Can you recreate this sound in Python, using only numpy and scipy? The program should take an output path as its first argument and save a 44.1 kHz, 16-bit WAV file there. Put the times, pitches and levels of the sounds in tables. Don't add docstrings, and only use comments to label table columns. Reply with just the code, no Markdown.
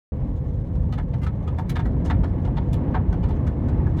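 import sys
import numpy as np
from scipy import signal
from scipy.fft import rfft, irfft
from scipy.io import wavfile
from scipy.ndimage import uniform_filter1d

SR = 44100
rng = np.random.default_rng(int(sys.argv[2]) if len(sys.argv) > 2 else 0)


def to_wav(sig):
    pcm = np.clip(np.atleast_2d(sig), -1, 1) * 32767
    pcm = np.round(pcm).astype(np.int16)
    wavfile.write(sys.argv[1], SR, pcm.T)


N = 176400

# frequency in Hz, relative level in dB.
RUMBLE_EQ = [(15, -44.5), (24, -37), (30, -30.5), (37, -4.5), (48, 1), (65, 2), (95, 2.6), (120, -4.5),
             (141, -5), (165, -4), (195, -9.5), (260, -26.5), (400, -77.5), (1000, -110)]
# frequency in Hz, relative level in dB.
ROAR_EQ = [(20, -52.5), (120, -10), (200, -7.5), (235, 2.5), (252, -1.5), (278, 2.5), (310, -5.5),
           (355, -17), (395, -6.5), (445, -13), (510, -11), (600, -16), (690, -16), (790, -30), (900, -34),
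           (1100, -45), (1600, -40), (3000, -89), (6000, -110)]
# frequency in Hz, relative level in dB.
CRUNCH_EQ = [(300, -26), (500, 0.5), (700, 4), (800, 6.5), (900, 4), (1100, 0.5), (1280, -5), (1450, -10.5),
             (1700, -9), (2150, -14.5), (2600, -18.5), (3500, -27), (4800, -36), (7000, -46.5),
             (10000, -55.5), (15000, -49.5)]
# time in seconds, then rumble, roar and crunch levels in dB.
ROAD_FADERS = [(.12, -25.3, -36.5, -52), (.8, -24, -38.5, -53.5), (1.25, -23.5, -37, -51.5),
               (1.7, -23, -36.5, -48), (1.9, -21, -29.5, -47), (2.3, -20.5, -31, -46),
               (2.8, -21.5, -32, -46), (3.2, -19, -31.5, -44.5), (3.6, -23.5, -31, -46.5),
               (4, -19, -33, -44)]
# time in seconds, level in dB.
DRONE_FADER = [(.12, -53.5), (1.6, -49.5), (2.1, -40), (3.0, -41), (4, -37)]
# frequency in Hz, relative level in dB.
GRIT_EQ = [(300, -30), (800, -4), (1600, -3.5), (3500, 5), (5000, -3.5), (6800, -5.5), (10000, -14.5),
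           (15000, -23)]
# start in seconds, level in dB, ring pitch in Hz.
CHIP_HITS = [(.356, -70, 6750), (.371, -79, 6800), (0.464, -72.5, 6900), (.483, -74, 5900),
             (.539, -77.5, 6500), (1.175, -74, 5600), (1.421, -73, 6200), (2.274, -70, 5350),
             (2.419, -70, 6200), (2.678, -73, 6800), (3.083, -71, 6740), (3.348, -68.5, 6300)]
# start in seconds, six band levels in dB from knock to fizz,
# main mode pitch in Hz, its level in dB, two clack pitches in Hz, rattle length in seconds.
STONE_HITS = [(0.748, -62, -66, -69, -72.5, -86.5, -93, 753, -52, 1550, 5600, 0.0088),
              (0.923, -45, -51, -50.5, -61.5, -75, -72, 1250, -47, 1950, 3000, 0.017),
              (0.977, -39, -45, -55.5, -66.5, -77.5, -85, 890, -59, 1700, 3470, 0.012),
              (1.133, -45.5, -52.5, -57.5, -71, -95, -83, 681, -44.5, 2010, 3080, 0.009),
              (1.214, -54, -56, -64, -69, -74, -79, 2050, -56, 1270, 2820, 0.018),
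              (1.229, -56, -50, -53, -62, -68, -77, 1190, -48, 2060, 2730, 0.017),
              (1.264, -44.5, -43.5, -54, -63.5, -85, -78, 1296, -39, 1480, 3540, 0.0045),
              (1.475, -46.5, -56, -53, -65, -97, -79, 1244, -42.5, 2450, 3390, 0.0062),
              (1.583, -34, -44.5, -54.5, -62, -71, -77, 910, -36.5, 1680, 3530, 0.011),
              (1.693, -48, -45.5, -46, -50, -55, -56, 2260, -47, 1630, 3980, 0.0039),
              (1.754, -38, -38.5, -44.5, -59, -72, -75, 1720, -46.5, 1620, 3630, 0.013),
              (1.789, -37.5, -43.5, -51, -63.5, -81, -77, 965, -51, 1640, 3520, 0.012),
              (1.851, -41, -48.5, -61, -67.5, -74, -79, 1930, -49.5, 1580, 4200, 0.0098),
              (2.047, -46, -51.5, -57, -55, -75, -73, 1074, -55, 1400, 6100, 0.017),
              (2.072, -51.5, -65, -61, -66, -92, -83, 1880, -62, 1270, 3267, 0.011),
              (2.097, -31.5, -36, -44, -58.5, -75, -79, 1955, -40.5, 1357, 3633, 0.012),
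              (2.233, -38.5, -46, -55, -64, -79, -82, 1275, -49, 1700, 3219, 0.013),
              (2.448, -55, -51.5, -56, -67, -93.5, -86, 945, -49, 1390, 2880, 0.0091),
              (2.47, -40.5, -55, -65, -78, -84.5, -90, 880, -45, 1670, 6826, 0.0076),
              (2.567, -37.5, -47, -49, -67, -89, -89, 918, -44.5, 1970, 3530, 0.0078),
              (2.729, -45.5, -55, -49.5, -55, -60.5, -63, 977, -52, 2406, 3472, 0.007),
              (2.942, -30.5, -36, -52, -69.5, -84, -98, 887, -32.5, 1577, 1690, 0.011),
              (3.125, -41, -50.5, -59, -63.5, -76, -85, 1510, -46.5, 1310, 5485, 0.0042),
              (3.229, -42, -54.5, -52.5, -68, -87, -88, 890, -44, 2357, 2990, 0.013),
              (3.284, -48.5, -57.5, -63, -67, -80, -88, 1260, -51, 1986, 3500, 0.013),
              (3.305, -52, -57.5, -58.5, -75, -88, -90, 895, -48, 1990, 3590, 0.0051),
              (3.467, -56, -48, -58.5, -61, -79, -78, 1280, -49, 1485, 3445, 0.0039),
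              (3.682, -49.5, -53.5, -60.5, -65, -79, -79.5, 1490, -55.5, 1260, 3900, 0.007),
              (3.864, -46, -50, -72, -74, -86.5, -93.5, 1685, -49, 1570, 5900, 0.0066),
              (3.965, -55, -62, -62, -66, -88, -84, 1270, -61, 1950, 3420, 0.018),
              (3.983, -53, -49.5, -53.5, -70, -73, -83, 914, -49, 1560, 3670, 0.0088)]
BAND_EDGES_HZ = [600, 1150, 2200, 4800, 9500, 12500, 15700]
# pitch in Hz, width in Hz, relative level in dB.
PAN_MODES = [(748, 26, 1.5), (897, 69, -1), (930, 11, -6), (1270, 70, -3), (1442, 160, -0.5),
             (1618, 18, 0.5), (1738, 73, 0.5), (2110, 22, -5), (2360, 110, -4), (2837, 67, -2.5),
             (3204, 54, 0), (3410, 23, -9)]
# frequency in Hz, relative level in dB.
PAN_EQ = [(600, -5), (1200, -8.5), (1700, -8.5), (2200, -11), (2700, -3.5), (3600, -5), (4600, -11),
          (5000, -17.5), (6600, -14.5), (9000, -24), (15500, -32)]

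RISE_S, PRE_ROLL_S = .0036, .02
GRIT_RING_S, MAIN_RING_S, RING_AT_1KHZ_S = .0093, .014, .019


def undb(db):
    return 10 ** (np.asarray(db) / 20)


def unit(x):
    return x / np.sqrt(np.mean(x ** 2) + 1e-24)


def eq_gain(points, f):
    hz, db = np.array(points, float).T
    return undb(np.interp(np.log(f + 1), np.log(hz), db))


def colour(x, points):
    return unit(irfft(rfft(x) * eq_gain(points, np.fft.rfftfreq(len(x), 1 / SR)), len(x)))


def resonance(f, hz, width_hz):
    return 1j * f * width_hz / (hz ** 2 - f ** 2 + 1j * f * width_hz)


def wobble(per_s):
    hold = max(int(SR / per_s), 2)
    steps = np.repeat(rng.standard_normal(N)[:N // hold + 1], hold)
    return unit(uniform_filter1d(steps, hold)[:N])


def faders(table):
    times, *columns = np.array(table, float).T
    return [np.interp(np.arange(N) / SR, times, c) for c in columns]


def panel_ripple(spacing_hz=44.64, depth_db=3.5):
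    hz = np.arange(1, 900) * spacing_hz
    return np.column_stack([hz, depth_db * rng.standard_normal(len(hz))])


def tyres(ripple, jolt_db=1.1, patchy_db=1.06, grain_db=1):
    rumble_db, roar_db, crunch_db = faders(ROAD_FADERS)
    bumps = wobble(per_s=12)
    rumble = colour(rng.standard_normal(N), RUMBLE_EQ) * undb(rumble_db)
    roar = colour(rng.standard_normal(N), ROAR_EQ) * undb(roar_db + jolt_db * bumps)
    grains = rng.standard_normal(N) * undb(grain_db * wobble(per_s=250))
    grains = colour(grains, ripple * [1, .6])
    crunch = colour(grains, CRUNCH_EQ) * undb(crunch_db + patchy_db * bumps)
    return rumble + roar + crunch


def shaken(hz, width_hz):
    mode = resonance(np.fft.rfftfreq(N, 1 / SR), hz, width_hz * 2) ** 2
    return unit(irfft(rfft(rng.standard_normal(N)) * mode, N))


def cabin_resonances():
    boom = shaken(hz=134.8, width_hz=15.8) * undb(-32.5)
    drone = shaken(hz=337.3, width_hz=16.6) * undb(faders(DRONE_FADER)[0])
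    hollow_ring = shaken(hz=495, width_hz=40) * undb(-48)
    return boom + drone + hollow_ring


def grit(ripple, grains_per_s=110, level_db=-74):
    grains = (rng.random(N) < grains_per_s / SR).astype(float)
    power = signal.lfilter([1], [1, -np.exp(-2 / (GRIT_RING_S * SR))], grains)
    envelope = np.sqrt(np.abs(uniform_filter1d(power, int(RISE_S * SR) + 1)))
    patter = colour(envelope * rng.standard_normal(N), GRIT_EQ)
    return colour(patter, ripple) * undb(level_db)


def strike(t, hold_s, ring_s, lead_in_db=-14, lead_in_s=.004):
    lead_in = undb(lead_in_db) * np.exp(-np.abs(t) / lead_in_s)
    return lead_in + np.clip(t / RISE_S, 0, 1) * np.exp(-np.maximum(t - hold_s, 0) / ring_s)


def chips(ripple, ring_db=4.5, size=4096):
    t, f = np.arange(size) / SR - PRE_ROLL_S, np.fft.rfftfreq(size, 1 / SR)
    grit_tone = eq_gain(GRIT_EQ, f) * eq_gain(ripple, f)
    out = np.zeros(2 * N)
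    for start, db, hz in CHIP_HITS:
        arch = grit_tone + undb(ring_db) * resonance(f, hz, width_hz=350)
        tick = unit(irfft(rfft(rng.standard_normal(size)) * arch))
        i = int((start - PRE_ROLL_S) * SR)
        out[i:i + size] += tick * strike(t, hold_s=.026, ring_s=GRIT_RING_S) * undb(db)
    return out[:N]


def causal(gain):
    cepstrum = irfft(np.log(gain))
    half = len(cepstrum) // 2
    return np.exp(rfft(np.r_[cepstrum[0], 2 * cepstrum[1:half], np.zeros(half)]))


def knock(t, pan, band_db, main_hz, main_db, clack_hz, hold_s,
          rattle_per_s=386, rattle_db=3, clack_db=-4.5):
    def at_level(x, db):
        return undb(db) * x / np.sqrt(np.mean(x[(t > 0) & (t < .02)] ** 2))

    def ring(hz, ring_s):
        return strike(t, hold_s, ring_s) * np.sin(2 * np.pi * (hz * t + rng.random()))

    contacts = np.interp((t - t[0]) * rattle_per_s, np.arange(len(t)), rng.standard_normal(len(t)))
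    rattle = rng.standard_normal(len(t)) * undb(rattle_db * contacts)
    out = at_level(ring(main_hz, MAIN_RING_S), main_db)
    for lo, hi, db in zip(BAND_EDGES_HZ, BAND_EDGES_HZ[1:], band_db):
        ring_s = RING_AT_1KHZ_S * (np.sqrt(lo * hi) / 1000) ** -.28
        force = rattle * strike(t, hold_s, ring_s)
        bandpass = signal.butter(4, [lo, hi], "band", fs=SR, output="sos")
        band = at_level(signal.sosfilt(bandpass, irfft(rfft(force) * pan)), 0)
        clack = sum(at_level(ring(hz, ring_s), clack_db) for hz in clack_hz if lo <= hz < hi)
        out += at_level(band + clack, db)
    return out


def stones(ripple, size=8192):
    t, f = np.arange(size) / SR - PRE_ROLL_S, np.fft.rfftfreq(size, 1 / SR)
    wash = causal(eq_gain(PAN_EQ, f) * eq_gain(ripple, f))
    pan = wash + sum(undb(db) * resonance(f, hz, width) for hz, width, db in PAN_MODES)
    out = np.zeros(2 * N)
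    for start, *band_db, main_hz, main_db, low_hz, high_hz, hold_s in STONE_HITS:
        i = int((start - PRE_ROLL_S) * SR)
        out[i:i + size] += knock(t, pan, band_db, main_hz, main_db, (low_hz, high_hz), hold_s)
    return out[:N]


def scene():
    ripple = panel_ripple()
    bed = tyres(ripple) + cabin_resonances()
    return (bed + stones(ripple) + chips(ripple) + grit(ripple))[None]


def record(dry, hiss_db=-80.5, open_s=.12, top_hz=15800):
    gate = np.clip((np.arange(N) / SR - open_s) / .002, 0, 1)
    hiss = undb(hiss_db) * rng.standard_normal(N)
    lowpass = signal.ellip(10, .2, 80, top_hz, fs=SR, output="sos")
    return signal.sosfilt(lowpass, (dry + hiss) * gate)


dry = scene()
out = record(dry)
to_wav(out)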